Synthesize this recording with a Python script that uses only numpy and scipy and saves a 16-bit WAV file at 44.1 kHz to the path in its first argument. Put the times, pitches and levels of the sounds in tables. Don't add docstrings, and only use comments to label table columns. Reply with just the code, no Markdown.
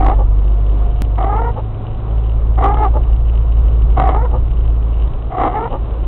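import sys
import numpy as np
from scipy import signal
from scipy.fft import rfft, irfft, next_fast_len
from scipy.io import wavfile
from scipy.ndimage import uniform_filter1d, map_coordinates

SR = 44100
rng = np.random.default_rng(int(sys.argv[2]) if len(sys.argv) > 2 else 0)


def put_to_file(sound):
    columns = np.atleast_2d(sound).T
    safe = np.clip(columns, -1, 1)
    whole_steps = np.round(safe * 32767)
    wavfile.write(sys.argv[1], SR, whole_steps.astype(np.int16))


N = 267687
TIME = np.arange(N) / SR


def amp(db):
    return 10 ** (np.asarray(db) / 20)


def along(points, hz):
    f, v = np.transpose(points)
    return np.interp(np.log(hz + 1), np.log(f + 1), v)


def curve(points):
    return np.interp(TIME, *np.transpose(points))


def wobble(rate):
    knots = rng.standard_normal(int(N * rate / SR) + 4)
    at = np.arange(0, len(knots) - 1, 1 / 8)
    return np.interp(TIME * rate, at, map_coordinates(knots, [at]))


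def filtered(x, response):
    size = next_fast_len(N + SR // 2)
    return irfft(rfft(x, size) * response(np.fft.rfftfreq(size, 1 / SR)), size)[:N]


def lowpass(x, hz, order):
    return filtered(x, lambda f: 1 / np.sqrt(1 + (f / hz) ** (2 * order)))


def noise(spectrum):
    x = filtered(rng.standard_normal(N), lambda hz: amp(along(spectrum, hz)))
    return x / np.sqrt(np.mean(x ** 2) + 1e-20)


def ring(x, response, size=8192):
    cepstrum = irfft(np.log(amp(along(response, np.fft.rfftfreq(size, 1 / SR)))))
    cepstrum[1:size // 2] *= 2
    cepstrum[size // 2 + 1:] = 0
    return signal.fftconvolve(x, irfft(np.exp(rfft(cepstrum))))[:N]


def steady(x, size=900):
    power = uniform_filter1d(uniform_filter1d(x ** 2, size), size)
    return x / np.sqrt(np.abs(power) + 1e-12)


def impulses(rows):
    seconds, db = np.transpose(rows)[:2]
    return np.bincount(np.round(seconds * SR).astype(int), amp(db), N)


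def pulse_train(rate, jitter, shimmer_db):
    at = np.flatnonzero(np.diff(np.floor(np.cumsum(rate) / SR)))
    chance = rng.standard_normal((len(at), 2))
    at = np.clip(at + jitter * chance[:, 0] * SR / rate[at], 0, N - 1).astype(int)
    return np.bincount(at, amp(shimmer_db * chance[:, 1]), N)


# frequency in Hz, reverberation time in seconds.
CABIN_T60 = [(200, 0.064), (1000, 0.074), (4000, 0.024)]
def cabin(x, wet_db):
    hz, t, spectra = signal.stft(rng.standard_normal(SR // 4), SR, nperseg=256)
    decay = amp(-60 * t / along(CABIN_T60, hz)[:, None])
    tail = signal.istft(spectra * decay, SR, nperseg=256)[1]
    return x + amp(wet_db) * signal.fftconvolve(x, tail / np.linalg.norm(tail))[:N]


# frequency in Hz, relative level in dB.
SHAKE_SPECTRUM = [(10, -18.5), (22, 4), (32, 0.5), (44, 1), (62, -4.5), (85, -8.5), (130, -13.5),
                  (180, -29), (300, -57), (900, -110)]
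TYRE_SPECTRUM = [(80, -38.5), (130, -2), (177, -8.5), (230, -9.5), (390, -8.5), (590, -13.5), (710, -13.5),
                 (880, -19.5), (1050, -16.5), (1300, -23.5), (1680, -35), (2970, -38), (3750, -41),
                 (4300, -46.5), (6000, -110)]
def road():
    shake, rush = noise(SHAKE_SPECTRUM), noise(TYRE_SPECTRUM)
    rough_stretch_db = 4.5 * np.exp(-((TIME - 4.1) / .35) ** 2)
    shake_db = -20.5 + rough_stretch_db + 2 * wobble(4.3)
    rush_db = -32.5 + .9 * wobble(9.9)
    return amp(shake_db) * shake + amp(rush_db) * rush


# time in seconds, firing rate in Hz.
FIRING_RATE = [(0, 48.25), (1, 50.97), (2, 54.12), (3, 55.88), (3.7, 55.04), (4.5, 55.14), (5.2, 54.45),
               (6.07, 54.15)]
# time in seconds, level in dB.
BOOM_LEVEL = [(0.0, -11), (0.17, -9.5), (1.51, -16), (1.55, -32), (1.61, -19.5), (1.9, -29.5),
              (2.15, -13.5), (3.73, -11), (5.08, -14.5), (5.11, -29), (5.28, -17.5), (5.35, -32),
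              (5.41, -22), (5.71, -34), (5.75, -37), (5.81, -17), (5.95, -28), (5.98, -16.5)]
OCTAVE_LEVEL = [(0, -26), (1.1, -27.5), (1.6, -24.5), (4.2, -29), (6.07, -33)]
WHINE_LEVEL = [(0, -55.5), (.6, -42), (1.6, -43), (2.2, -52), (6.07, -62.5)]
# multiple of the firing rate, level in dB relative to the octave.
ENGINE_ORDERS = [(1.5, -18.5), (2.5, -13.5), (3, -24.5), (4, -21)]
def engine():
    firing_hz = curve(FIRING_RATE) * (1 + .004 * wobble(7.3))
    phase = 2 * np.pi * np.cumsum(firing_hz) / SR
    boom = amp(curve(BOOM_LEVEL) + .22 * wobble(18)) * np.sin(phase)
    orders = sum(amp(db + 2 * wobble(4.9)) * np.sin(k * phase) for k, db in ENGINE_ORDERS)
    upper = amp(curve(OCTAVE_LEVEL)) * (np.sin(2 * phase) + orders)
    whine_tone = np.sin(14 * phase + .4 * wobble(25))
    whine = amp(curve(WHINE_LEVEL) + 3.6 * wobble(7.5)) * whine_tone
    return np.sqrt(2) * (boom + upper + whine)


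# time in seconds, relative level in dB.
LARGE_DROPS = [(1.5993, -28), (1.7459, -27), (3.2839, -26.5), (3.5229, -23), (3.8217, -23), (4.8269, -26.5),
               (5.0769, -24.5)]
# frequency in Hz, gain in dB.
GLASS_TICK = [(500, -16), (1200, 0.5), (2200, -1.5), (3000, 7.5), (3800, -1), (4600, -42.5), (7000, -89.5)]
def rain(drops_per_s=130):
    patter = pulse_train(drops_per_s * np.exp(.46 * wobble(8)), jitter=1, shimmer_db=6.5)
    impacts = amp(7.5) * impulses(LARGE_DROPS) + amp(-31) * patter
    return cabin(ring(impacts, GLASS_TICK), wet_db=-6.5)


# time in seconds, step height in dB.
SHARP_CLICK = [(1.0203, -8.5)]
def click(decay_s=.0058):
    return sum(amp(db) * (TIME >= at) * np.exp(-np.abs(TIME - at) / decay_s) for at, db in SHARP_CLICK)


# loudest moment in seconds, level in dB, length in seconds.
BLADE_FLIPS = [(0.206, -23, 0.044), (1.582, -23.5, 0.045), (2.965, -19, 0.039), (4.35, -22, 0.052),
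               (5.74, -21, 0.058)]
# frequency in Hz, relative gain in dB.
GRUNT_RESPONSE = [(120, -46), (200, -9), (405, -5), (540, 0.5), (655, -4), (793, 4), (972, -10.5),
                  (1210, -8.5), (1480, -27.5), (1650, -29.5), (2170, -39.5), (3030, -36), (3500, -51.5),
                  (4550, -75.5), (7700, -120)]
def flip(slip_hz=260):
    swell = sum(amp(db) * np.exp(-(2 * (TIME - at) / length) ** 2) for at, db, length in BLADE_FLIPS)
    slips = pulse_train(slip_hz * np.exp(.13 * wobble(60)), jitter=.12, shimmer_db=4)
    return swell * steady(cabin(ring(slips, GRUNT_RESPONSE), wet_db=-2), size=500)


# frequency in Hz, relative gain in dB.
ARM_RESPONSE = [(150, -18.5), (220, -5), (310, 0.5), (380, -6.5), (470, -3), (580, -10), (740, 6),
                (900, -9), (1050, -3.5), (1280, -7.5), (1550, -22.5), (2100, -20.5), (2450, -34.5),
                (3000, -32.5), (3900, -38), (5500, -80)]
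# time in seconds, relative snap level in dB, surge of the squeak in dB.
BLADE_SNAGS = [(1.2276, -13.5, 1.5), (2.6514, -15, 4), (2.7437, -11, 1), (2.8344, -26, 3.5),
               (3.9854, -24, 4), (4.0246, -14, 0), (4.0912, -17, 6)]
def snags():
    blows = impulses(BLADE_SNAGS)
    knock = amp(28) * ring(blows, ARM_RESPONSE)
    tick = amp(.5) * ring(blows, GLASS_TICK)
    return cabin(knock + tick, wet_db=-6)


def grip(half_width_s=.02):
    return amp(sum(db * np.exp(-((TIME - at) / half_width_s) ** 2) for at, _, db in BLADE_SNAGS))


def chatter(slip_hz):
    hops = amp(4.1 * wobble(130))
    slips = pulse_train(slip_hz * np.exp(.15 * wobble(90)), jitter=.3, shimmer_db=2.5)
    return steady(cabin(ring(hops * slips, ARM_RESPONSE), wet_db=-12))


# frequency in Hz, relative gain in dB.
GLASS_RESPONSE = [(200, -24.5), (360, -7.5), (450, -3), (600, 14), (790, 6.5), (950, 1), (1100, -1),
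                  (1320, -7.5), (1550, -21), (1780, -19), (2150, -25), (2450, -35.5), (4000, -39.5)]
def sing(slip_hz, rough, flutter_db=3.2):
    hz = slip_hz * np.exp((.014 + .04 * rough) * wobble(170))
    phase = 2 * np.pi * np.cumsum(hz) / SR
    tone = np.zeros(N)
    for k in range(1, 7):
        level_db = along(GLASS_RESPONSE, k * hz) + flutter_db * wobble(70)
        tone += amp(level_db) * np.sin(k * phase + .49 * wobble(120))
    return steady(tone)


# start and length in seconds, level in dB, attack in seconds, fade in dB,
# chatter time and glide time in seconds, top pitch and final sag in Hz, singing roughness from 0 to 1.
BLADE_DRAGS = [(-.17, .293, -16, 0.017, 1.5, 0.29, 0.042, 481.6, 0, .4),
               (1.169, 0.32, -18.5, .012, 2.5, .085, .21, 472, 0, 0.4),
               (2.572, .293, -19.5, .011, -.5, .045, .15, 428, 45, .47),
               (3.96, .29, -16, .018, 6.5, .175, .09, 480, 0, .5),
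               (5.295, .368, -14.5, 0.12, 7.5, .235, .08, 456, 6, .48)]
def drags(chatter_hz=382.4, chatter_rough=.823, release_s=.03, clear_s=.05, sag_s=.035):
    ramp = lambda x: np.clip(x, 0, 1)
    gain, slip_hz, rough = np.zeros(N), np.full(N, chatter_hz), np.full(N, chatter_rough)
    for start, length, db, attack, fade_db, wait, glide, top_hz, sag_hz, sung_rough in BLADE_DRAGS:
        age = TIME - start
        contact = ramp(np.minimum(age / attack, 1 + (length - age) / release_s))
        locked_s = (age - wait) * (contact > 0)
        slowing = ramp(1 + (age - length) / sag_s) * (contact > 0)
        gain += contact * amp(db - fade_db * ramp(age / length))
        slip_hz += ramp(locked_s / glide) * (top_hz - chatter_hz) - slowing * sag_hz
        rough += ramp(locked_s / clear_s) * (sung_rough - chatter_rough)
    pressure = amp(2.5 * wobble(25))
    return gain * pressure, slip_hz, np.clip(rough + .1 * wobble(28), 0, .97)


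def squeak():
    gain, slip_hz, rough = drags()
    voice = np.sqrt(1 - rough ** 2) * sing(slip_hz, rough) + rough * chatter(slip_hz)
    judder = amp(4.94 * rough * wobble(140))
    return gain * grip() * steady(judder * voice, size=650)


def scene():
    return (squeak() + snags() + flip() + engine() + road() + rain())[None]


def record(dry):
    rounded = dry[0] / (1 + np.abs(dry[0] / .76) ** 10) ** (1 / 10)
    dull = lowpass(rounded, hz=4050, order=26)
    clipped = np.clip(dull + click(), -.705, .705)
    return lowpass(clipped, hz=15800, order=60)[None]


dry = scene()
out = record(dry)
put_to_file(out)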